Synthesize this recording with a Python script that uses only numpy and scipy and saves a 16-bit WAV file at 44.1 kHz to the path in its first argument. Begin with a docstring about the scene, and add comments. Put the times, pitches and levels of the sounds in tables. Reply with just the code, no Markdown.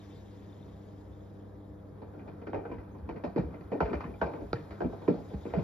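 """A pump hums and water trickles behind washing-machine door glass; then the drum turns. A hard slab tumbles in
it: shaped noise bursts with a sharp first touch ring steel and glass modes. Slow sine swells boom the cabinet
and thud under the slab; coloured noise sloshes and rustles through the drum modes. Tones make the hum, noise
and ticks the water; below lie rumble, top hiss and a thin whistle."""
import sys
import numpy as np
from scipy import signal
from scipy.fft import rfft, irfft, next_fast_len
from scipy.io import wavfile
from scipy.ndimage import uniform_filter1d

SR = 44100
rng = np.random.default_rng(int(sys.argv[2]) if len(sys.argv) > 2 else 0)


def digitize_waveform(pressure):
    """Quantize a signal to 16-bit integers and store it at the path in sys.argv[1].

    Rows of a 2-D input are taken as channels; values are limited to [-1, 1].
    """
    field = np.atleast_2d(pressure).T
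    bounded = np.clip(field, -1, 1)
    quanta = np.round(bounded * 32767).astype(np.int16)
    wavfile.write(sys.argv[1], SR, quanta)


N = 248283

# slab on drum: t/s, level/dB, contact centre f/Hz, struck spot's note f/Hz,
# then relative level/dB of thud, clank, note, crack, first touch; fade t60/s
SLAB_KNOCKS = [(2.015, -36, 337, 926, -5, -14, -10, -38, -9, 0.14),
               (2.134, -47.5, 430, 1450, -10, -15, -20, -48, -5, 0.25),
               (2.19, -43, 284, 810, -25, -6.5, -8, -39, -3, 0.16),
               (2.275, -37.5, 313, 830, 1, -9, -5.5, -36, -5, 0.14),
               (2.416, -36, 346, 1040, -5, -8, -14, -36, -1, 0.091),
               (2.467, -30, 338, 1490, -12, -9.5, -18, -35.5, -11, 0.13),
               (2.491, -40, 410, 810, -10, -11, -16, -36, 5, 0.076),
               (2.53, -25.5, 580, 750, -12, -9.5, -22, -44, 8.5, 0.133),
               (2.543, -24, 434, 890, -18, -11, -24, -39, 1, 0.11),
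               (2.556, -39.5, 363, 825, -17, -5.5, -20, -35, 3, 0.11),
               (2.589, -31.5, 500, 800, -24, -14, -23, -45, 4, 0.087),
               (2.65, -32.5, 510, 1500, -18, -12, -16, -40, 6, 0.14),
               (2.701, -28, 365, 950, -15, -16, -26, -51, -7, 0.041),
               (2.713, -31, 326, 1020, -31, -10.5, -11, -40, -1.5, 0.14),
               (2.781, -54, 318, 1980, -10, 4.5, -5, -22, -5, 0.18),
               (2.947, -42.5, 267, 980, -8.5, -14.5, -8.5, -43, 2, 0.19),
               (2.982, -50.5, 400, 990, -14, -10, -17, -26, -4, 0.11),
               (3.089, -27, 430, 940, -6.5, -6, -5.5, -31.5, -6, 0.089),
               (3.158, -36, 273, 1940, -27, -6, -20, -32, -4, 0.13),
               (3.236, -25, 515, 930, -2.5, -9.5, -11, -32, 2, 0.14),
               (3.359, -18.5, 377, 1930, -16.5, -15.5, -41, -40, 2, 0.1),
               (3.376, -20, 331, 834, 2.5, -14.5, -12, -37.5, 2.5, 0.12),
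               (3.396, -29, 300, 857, -11, -8.5, -10, -36, -2, 0.096),
               (3.427, -27, 242, 986, -14, -19.5, -21, -50, -2, 0.091),
               (3.496, -47, 383, 1040, -15.5, -22, -23, -57, 4, 0.23),
               (3.538, -37, 390, 2000, -10, -9.5, -18, -36.5, -6, 0.13),
               (3.608, -34.5, 308, 1960, 4, -9.5, -20, -32, -3.5, 0.07),
               (3.716, -22, 408, 710, -25, -17.5, -25.5, -43, 6.5, 0.17),
               (3.733, -24.5, 256, 820, -19, -39, -42, -47, -1.5, 0.026),
               (3.803, -16, 618, 1390, -6.5, -9, -11.5, -36, 2.5, 0.115),
               (3.852, -32, 470, 916, -5.5, -5.5, -19, -32.5, -5, 0.15),
               (3.897, -44, 400, 2450, -6, -7.5, -4, -23, -6.5, 0.072),
               (3.93, -24.5, 487, 1370, -4.5, -3.5, -19, -32, 3.5, 0.12),
               (4.004, -35, 860, 2360, -34, 0, -17, -25, -2, 0.12),
               (4.039, -39.5, 267, 1116, 7.5, 1, -3.5, -37, 7.5, 0.14),
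               (4.07, -37.5, 310, 1040, -8, -23, -23, -46, 1, 0.23),
               (4.105, -41, 620, 850, -7, -15, -14, -45, 4, 0.09),
               (4.137, -48, 493, 2260, -7, -4.5, -12, -31, 1, 0.1),
               (4.213, -17.5, 663, 1496, -7.5, -10, -11.5, -34, -1, 0.1195),
               (4.258, -32, 555, 810, -18, -12, -18, -38, 8, 0.2),
               (4.334, -33, 558, 880, -9, -9.5, -8.5, -50, 12, 0.158),
               (4.408, -39.5, 448, 1000, -2, -9, -15, -35, -2, 0.15),
               (4.5298, -20, 440, 1300, -16.5, -3.5, -15, -23, 3.5, 0.048),
               (4.55, -40, 318, 1750, 2, -5, -13, -29, -3, 0.26),
               (4.706, -39.5, 440, 1880, -14, -0.5, -18, -23, 5, 0.15),
               (4.804, -17.5, 500, 1530, -14.5, -16, -21.5, -41, -7.5, 0.067),
               (4.815, -22, 503, 1590, -9, -27, -18, -40, 2, 0.097),
               (4.826, -29.5, 522, 802, -7, -20, -21, -45, -6, 0.1),
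               (4.841, -18, 350, 800, 1, -22, -28, -53, -8, 0.094),
               (4.866, -39, 259, 750, 3, -17, -25, -51, 2, 0.062),
               (4.897, -36, 390, 960, -6, -20, -22, -45, -1, 0.097),
               (4.928, -30, 497, 775, -6, -20, -26, -40, -3, 0.1),
               (5.012, -44, 410, 970, -3, -14.5, -8, -40, -4, 0.31),
               (5.077, -28, 509, 975, -18, -4.5, -16, -40, 5.5, 0.083),
               (5.081, -9, 342, 1020, -9, -22.5, -35, -45, -1.5, 0.077),
               (5.093, -20.5, 256, 1400, -15.5, -20, -29, -43.5, -2.5, 0.13),
               (5.139, -35.5, 480, 950, -11, -22, -28, -33, 11, 0.13),
               (5.19, -36.5, 410, 905, -1, -23, -26, -34, -1, 0.088),
               (5.302, -50.5, 450, 1510, -12, -5, -10, -34, -2, 0.084),
               (5.333, -34.5, 294, 850, 8, -13, -14.5, -32, -0.5, 0.11),
               (5.45, -32.5, 331, 790, -6.5, -14.5, -24, -49, 12, 0.18),
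               (5.5, -44, 460, 1990, -8, -2, -19, -40, -1, 0.15),
               (5.535, -23, 470, 1940, -19, -11, -25.5, -37, 8.5, 0.13),
               (5.562, -35, 460, 1480, 17, -9, -23, -32, 6, 0.13),
               (5.583, -28, 493, 740, -24, -12, -28, -41, 3, 0.13)]
# cabinet booms, with a few higher slab thuds near 125-130 Hz among them: t/s, level/dB, f/Hz
CABINET_BOOMS = [(2.063, -44, 73.5), (2.36, -49, 91), (2.561, -55, 130), (3.021, -34.5, 73.4),
                 (3.124, -59, 63.4), (3.263, -42, 73), (3.39, -38, 58.3), (3.439, -32.5, 73.4),
                 (3.633, -42, 69), (3.823, -31, 59.8), (3.853, -39, 56.7), (3.944, -30.5, 70.8),
                 (4.071, -39, 63.7), (4.22, -34, 69), (4.432, -39.5, 62.6), (4.539, -31, 125),
                 (4.69, -39.5, 75.7), (4.832, -39, 69), (4.864, -41, 54.3), (5.195, -50, 99),
                 (5.342, -33, 69), (5.408, -42, 75.6), (5.533, -36, 66.6)]
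# drum and tub modes: f/Hz, width/Hz, relative level/dB
DRUM_MODES = [(172, 25, -2), (198, 20, -1), (248, 25, 2), (300, 20, 0), (345, 25, -4), (412, 22, -1),
              (467, 15, 4), (581, 25, -2), (664, 22, 2), (725, 25, -2), (824, 16, 3), (895, 16, 1),
              (965, 35, -1), (1035, 22, -2), (1180, 90, -3), (1300, 50, -1), (1372, 40, 1), (1484, 30, 0),
              (1550, 30, 3), (1840, 45, 0), (2060, 80, -6), (2395, 60, 4), (2980, 90, -1), (2420, 260, 1),
              (4400, 700, 1)]
# door glass modes: f/Hz, width/Hz, relative level/dB
GLASS_MODES = [(2284, 8, -13.5), (2830, 10, -12), (3730, 280, 8), (4220, 41, 2), (4650, 84, -4.5),
               (5230, 58, -16)]
# cabinet resonances in the rumble: f/Hz, width/Hz, relative level/dB
CABINET_MODES = [(69, 18, 9), (144, 1.9, -11.5), (293, 24, 10), (331, 3.1, -10.5), (498, 60, 3.5),
                 (637, 89, 3), (805, 26, 5.5), (937, 13, 7)]
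# suds and load sliding round the drum, ahead of its modes: t/s, level/dB
SLOSH_LEVEL = [(1.9, -69), (2.22, -53), (2.6, -47), (2.85, -51), (3.7, -52.5), (3.92, -34), (4.08, -49),
               (5.43, -47), (5.63, -41)]
# slosh colour: f/Hz, relative level/dB
SLOSH_SPECTRUM = [(30, -1.5), (65, 12), (150, -9), (400, -0.5), (800, -9), (1600, -25.5), (3000, -44),
                  (8000, -64)]
# suds and slab rubbing on steel, ahead of its modes: t/s, level/dB
RUSTLE_LEVEL = [(1.95, -70), (2.53, -65), (2.62, -60.5), (2.93, -67), (3.33, -62), (3.63, -62.5),
                (3.77, -60.5), (3.91, -53), (4.02, -55.5), (4.22, -72), (4.34, -54), (4.43, -74.5),
                (4.58, -62), (4.76, -60.5), (5.43, -66.5), (5.63, -52)]
# rustle colour: f/Hz, relative level/dB
RUSTLE_SPECTRUM = [(400, -14.5), (800, 8.5), (1500, 1), (2450, -20.5), (2800, -23), (4500, -37.5),
                   (6000, -36), (8000, -57)]
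# water on the glass, draining, then fed by the turning drum: t/s, level/dB
TRICKLE_LEVEL = [(0.0, -65.5), (0.25, -68), (0.72, -70.5), (1.8, -78), (2.27, -76.5), (2.7, -78),
                 (3.3, -79), (3.8, -73.5), (4.6, -70.5), (5.63, -65)]
# trickle colour: f/Hz, relative level/dB
TRICKLE_SPECTRUM = [(800, -14.5), (1500, -1.5), (2100, -0.5), (2900, -8.5), (3200, -3.5), (3600, -12),
                    (5000, -9), (6200, -12), (7400, -6.5), (7900, -37), (8800, -52)]
# clearest drops on the glass: t/s, level/dB
GLASS_DRIPS = [(0.0373, -62), (0.1261, -64), (0.158, -63), (0.178, -66), (0.4963, -64), (0.5272, -62),
               (0.6265, -61), (1.1333, -67)]
# pump tones and a faint high whine: f/Hz, level/dB, waver width/Hz
PUMP_TONES = [(100, -52, .3), (200, -57, .8), (301, -61.5, 8), (402, -69, 8), (500, -71, 10),
              (9980, -105, 12)]
# pump and water rumble colour: f/Hz, relative level/dB
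RUMBLE_SPECTRUM = [(25, -33), (45, -9), (66, 0.5), (90, -12.5), (150, 6), (240, -4.5), (300, -6), (400, -2),
                   (520, -9), (820, -15.5), (1100, -16.5), (1800, -24.5), (3000, -49), (7000, -58),
                   (14000, -49)]
# faint top hiss: t/s, level/dB
FIZZ_LEVEL = [(0.0, -82), (1.5, -87.5), (3.21, -85), (4.06, -80.5), (4.94, -81.5), (5.63, -80)]
# top hiss colour: f/Hz, relative level/dB
FIZZ_SPECTRUM = [(8500, -37), (9600, 5), (10200, -4), (13500, -6), (14500, -11)]
# one thin whistle: t/s, length/s, level/dB, f/Hz
THIN_WHISTLE = (2.912, .065, -82, 6400)
# port pair likeness: f/Hz, share of common sound (0-1)
PORT_LIKENESS = [(60, 1), (130, 0.8), (290, 0.76), (630, 0.28), (1300, 0.39), (2300, .75), (4300, 1),
                 (6000, 0.2), (7800, 0.9), (10500, 0.8), (14000, 0.8)]
# port pair, left lead: f/Hz, phase/rad
PORT_LEAD = [(60, 0.49), (950, -0.32), (1550, -1.46), (1810, 0.98), (3790, 1), (4740, 1.62), (7670, -3.5),
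             (9470, -2.5), (10400, -6.5), (13600, -6)]
# port pair, left over right: f/Hz, balance/dB
PORT_BALANCE = [(60, 0.5), (500, 0.5), (1200, -0.5), (2500, 4), (5000, 8.5), (8000, -0.5)]

# hardness = (usual / fade) ** power: short knocks are harder and rise faster
USUAL_T60_S, HARD_POWER, USUAL_RISE_S = 0.1297, 0.62, 0.003108
TOUCH_WEIGHT = 0.56
NOTE_BAND_RATIO = 1.08
SPRAY_RE_CRACK_DB, TOP_NOISE_RE_CRACK_DB = -1, -21
DROPLET_SPREAD_DB, SPOT_SPREAD_DB = 2.5, 2.5
BOOM_SCALE_CYCLES = 3.3
RUBS_PER_S, RUB_SPREAD_DB = 2600, 2.5
TICKS_RE_TRICKLE_DB, HISS_RE_TRICKLE_DB = -15, -2.0
RUMBLE_LEVEL_DB = -51
BASS_EDGE_HZ, TOP_EDGE_HZ = 45, 14350


def slab():
    """All knocks ring the same drum and door glass; each spot wakes the drum modes by other amounts."""
    count, size = len(SLAB_KNOCKS), 16384
    out = np.zeros((2, N))
    rattles = rng.standard_normal((count, 2, 10000))
    droplets = evened(uniform_filter1d(rng.standard_normal((count, 1, 10000)), size=70))
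    spatters = rattles * gain_of(DROPLET_SPREAD_DB * droplets)
    click = 1. * (np.arange(size) == 0)
    modes = rfft([gain_of(3.0 + db) * ring(click, hz, width) for hz, width, db in DRUM_MODES])
    spots = gain_of(SPOT_SPREAD_DB * rng.standard_normal((count, len(DRUM_MODES))) - 2.5)
    for (s, *row), rattle, spatter, spot in zip(SLAB_KNOCKS, rattles, spatters, spots):
        blow = rfft(knock(*row, rattle, spatter), size)
        add(out, s, irfft(blow * (1 + spot @ modes), size))
    glass = sum(gain_of(db - 11.0) * ring(out, hz, width) for hz, width, db in GLASS_MODES)
    return ports(out + glass)


def knock(db, hz, note_hz, thud_db, clank_db, note_db, crack_db, touch_db, t60_s, rattle, spatter):
    """A hard touch and its rattle: the crack rises and dies fast, the dull body lingers."""
    t = np.arange(rattle.shape[1]) / SR
    t60_s = max(t60_s, .02)
    hard = (USUAL_T60_S / t60_s) ** HARD_POWER
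    rise_s = USUAL_RISE_S / hard
    # relative level/dB, low edge/Hz, high edge/Hz, rise factor, fade factor, touch weight, source
    parts = [
        (thud_db, 135, 240, 3., .9, .3, rattle),
        (0, 0.63 * hz, 1.68 * hz, 1.2, 1.05, .47, rattle),  # body
        (clank_db - 5.0, 750, 2300, .7, 1.1, .45, spatter),
        (note_db, note_hz / NOTE_BAND_RATIO, note_hz * NOTE_BAND_RATIO, .45, .55, .9, rattle),
        (crack_db, 3200, 5200, .6, .5, 0.57 * hard ** 1.3, rattle),
        (crack_db + SPRAY_RE_CRACK_DB, 1900, 5400, 2.5, 1.6, .01, spatter),
        # faint top-band noise following the crack
        (crack_db + TOP_NOISE_RE_CRACK_DB, 9700, 12800, 1.5, 1.2, .05, rattle)]
    out = 0
    for part_db, lo_hz, hi_hz, soft, lasting, touch, source in parts:
        onset = 1 - np.exp(-t / (soft * rise_s))
        fade = gain_of(-60 * t / (lasting * t60_s))
        tail = gain_of(-19.0 - 60 * t / (5.7 * t60_s))
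        shape = onset * (fade + tail)
        shaking = muffled(source * shape, lo_hz, hi_hz)
        # energy follows the shape, whatever the bandwidth
        energy_match = np.linalg.norm(shape) / np.linalg.norm(shaking, axis=1, keepdims=True)
        sound = 0.4 / hard * shaking * energy_match
        impulse = 1. * (np.arange(3000) == round(soft * rise_s * SR))
        blow = muffled(impulse, lo_hz, hi_hz)
        add(sound, 0, gain_of(touch_db) * TOUCH_WEIGHT * hard * touch * blow / abs(blow).max())
        out = out + gain_of(part_db) * sound
    return gain_of(db) * out


def muffled(x, lo_hz, hi_hz):
    """One band of a sound; foam and glass dull its upper edge."""
    band = signal.lfilter(*signal.butter(2, [lo_hz, hi_hz], "bandpass", fs=SR), x)
    return signal.lfilter(*signal.butter(2, 0.83 * hi_hz, fs=SR), band)


def drum(x, ring_db):
    """Steel adds its modal resonances to whatever moves on it."""
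    return x + sum(gain_of(ring_db + db) * ring(x, hz, width) for hz, width, db in DRUM_MODES)


def cabinet():
    """Side panels boom, and the slab thuds low now and then: a few soft sine cycles, swelling and fading."""
    out = np.zeros(N)
    for (s, db, hz), phase in zip(CABINET_BOOMS, rng.random(len(CABINET_BOOMS))):
        scale_s = BOOM_SCALE_CYCLES / hz
        u = np.arange(0, 3 * scale_s, 1 / SR) / scale_s
        swell = 3.0 * u * np.exp(1 - 3.2 * u)
        add(out, s, gain_of(db) * swell * np.sin(2 * np.pi * (BOOM_SCALE_CYCLES * u + phase)))
    return out


def slosh():
    """Suds and sliding load: patchy low noise under a level curve."""
    return along(SLOSH_LEVEL) * noise(SLOSH_SPECTRUM, 6.9, size=1024)


def rustle():
    """Wet rubbing: noise modulated by dense uneven rubs in clumps."""
    clumps = gain_of(2.0 * evened(uniform_filter1d(rng.standard_normal(N), size=500)))
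    strengths = gain_of(RUB_SPREAD_DB * np.minimum(rng.exponential(1, N), 4))
    rubs = strengths * (rng.random(N) < RUBS_PER_S / SR)
    grain = clumps * np.sqrt(abs(uniform_filter1d(rubs ** 2, size=60)))
    wet = noise(RUSTLE_SPECTRUM, 2.5, size=512) * (0.51 + evened(grain))
    return along(RUSTLE_LEVEL) * evened(wet)


def trickle():
    """Running water: hiss ringing the glass, and clustered drops as resonant ticks."""
    clusters = np.maximum(evened(uniform_filter1d(rng.standard_normal(N), size=900)), 0)
    sizes = gain_of(3.5 * np.minimum(rng.exponential(1, (2, N)), 3))
    drops = sizes * (rng.random(N) < 420 * clusters / SR)
    low_ticks = ring(ring(drops, 3550, 520), 3300, 450)
    high_ticks = ring(ring(drops[::-1], 4800, 390), 5800, 280)  # channels swapped
    ticks = evened(low_ticks + 0.35 * high_ticks)
    hiss = noise(TRICKLE_SPECTRUM, 2.0, size=512)
    hiss = evened(hiss + sum(gain_of(db) * ring(hiss, hz, width) for hz, width, db in GLASS_MODES))
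    water = gain_of(HISS_RE_TRICKLE_DB) * hiss + gain_of(TICKS_RE_TRICKLE_DB) * ticks
    return along(TRICKLE_LEVEL) * water


def drips():
    """Larger single drops: short decaying sine ticks."""
    out, t = np.zeros(N), np.arange(600) / SR
    tick = np.minimum(t / 0.002, 1) * np.sin(2 * np.pi * 3600 * t)
    for s, db in GLASS_DRIPS:
        add(out, s, gain_of(db - 60 * t / 0.044) * tick)
    return out


def pump():
    """Tones near multiples of twice the mains frequency, plus a whine; wider ones waver more."""
    t, out = np.arange(N) / SR, np.zeros(N)
    for hz, db, width in PUMP_TONES:
        pole = np.exp(-np.pi * width / SR)
        re, im = signal.lfilter([1], [1, -pole], rng.standard_normal((2, N)))
        waver = 1 + 0.061 * np.sqrt(width) * (evened(re) + 1j * evened(im))
        carrier = np.exp(2j * np.pi * (hz * t + rng.random()))
        out += gain_of(db) * evened((waver * carrier).real)
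    return out


def rumble():
    """Broad pump and water noise, with the cabinet's resonances added."""
    x = noise(RUMBLE_SPECTRUM, 0.96, size=2048)
    resonant = sum(gain_of(db) * ring(x, hz, width) for hz, width, db in CABINET_MODES)
    return gain_of(RUMBLE_LEVEL_DB) * evened(x + resonant)


def fizz():
    """Faint top hiss: high coloured noise under a level curve."""
    return along(FIZZ_LEVEL) * noise(FIZZ_SPECTRUM, 1.5, size=256)


def whistle():
    """Narrow resonated noise that starts quickly and fades."""
    s, length_s, db, hz = THIN_WHISTLE
    out, u = np.zeros((2, N)), np.arange(0, 1, 1 / (length_s * SR))
    tone = evened(ring(ring(rng.standard_normal((2, len(u))), hz, 220), hz, 220))
    add(out, s, gain_of(db) * np.minimum(u / .08, 1) * (1 - u) * tone)
    return out


def ports(pair):
    """Right port hears part of the left sound and part of an unrelated twin, shifted in phase."""
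    size = next_fast_len(N)
    hz, (a, b) = np.fft.rfftfreq(size, 1 / SR), rfft(pair, size)
    same = np.clip(read(PORT_LIKENESS, hz), 0, 1)
    tilt = gain_of(read(PORT_BALANCE, hz) / 2)
    right = (same * a + np.sqrt(1 - same ** 2) * b) * np.exp(-1j * read(PORT_LEAD, hz))
    return irfft(np.array([a * tilt, right / tilt]), size)[:, :N]


def noise(colour, patchy_db, size):
    """Two unrelated noises of one colour that share drifting time-frequency patches."""
    hop, hz = size // 4, np.fft.rfftfreq(size, 1 / SR)
    a, b, c, d, patches = rng.standard_normal((N // hop + 5, len(hz), 5)).T
    patches = uniform_filter1d(uniform_filter1d(patches, size=9, axis=0), size=9, axis=1)
    level_db = read(colour, hz)[:, None] + patchy_db * evened(patches)
    z = np.array([a + 1j * b, c + 1j * d]) * gain_of(level_db)
    return evened(signal.istft(z, nperseg=size, noverlap=size - hop)[1][:, :N])


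def ring(x, hz, width_hz):
    """A fixed two-pole resonance of peak gain 1."""
    return signal.lfilter(*signal.iirpeak(hz, hz / max(width_hz, .1), SR), x)


def gain_of(db):
    """Amplitude ratio of a level in dB."""
    return 10 ** (np.asarray(db) / 20)


def evened(x):
    """Scale to unit rms."""
    return x / np.sqrt(np.mean(x ** 2) + 1e-20)


def read(points, hz):
    """Interpolate a curve over log frequency."""
    f, value = np.transpose(points)
    return np.interp(np.log(hz + 1), np.log(f + 1), value)


def along(rows):
    """Gain over time from a level curve, near silent before a first point later than zero."""
    s, db = np.transpose(rows)
    return gain_of(np.interp(np.arange(N) / SR, s, db, left=-120))


def add(mix, s, sound):
    """Add a sound in place at s seconds, cut at the end."""
    part = mix[..., round(s * SR):][..., :sound.shape[-1]]
    part += sound[..., :part.shape[-1]]


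def scene():
    """Slab, drum wash and water through the ports; pump and booms nearly central."""
    drum_wash = gain_of(-3.5) * drum(slosh() + rustle(), 0.55)
    steady = drum_wash + trickle() + drips() + rumble() + fizz() + whistle()
    central = (pump() + cabinet()) * gain_of([[.3], [-.3]])
    return slab() + ports(steady) + central


def record(dry):
    """Drop the deepest bass, then limit the top of the band."""
    bass_cut = signal.butter(3, BASS_EDGE_HZ, "highpass", fs=SR, output="sos")
    thinned = signal.sosfilt(bass_cut, dry)
    top_cut = signal.firwin(511, TOP_EDGE_HZ, window=("kaiser", 9), fs=SR)
    return signal.oaconvolve(thinned, top_cut[None], "same")


dry = scene()
out = record(dry)
digitize_waveform(out)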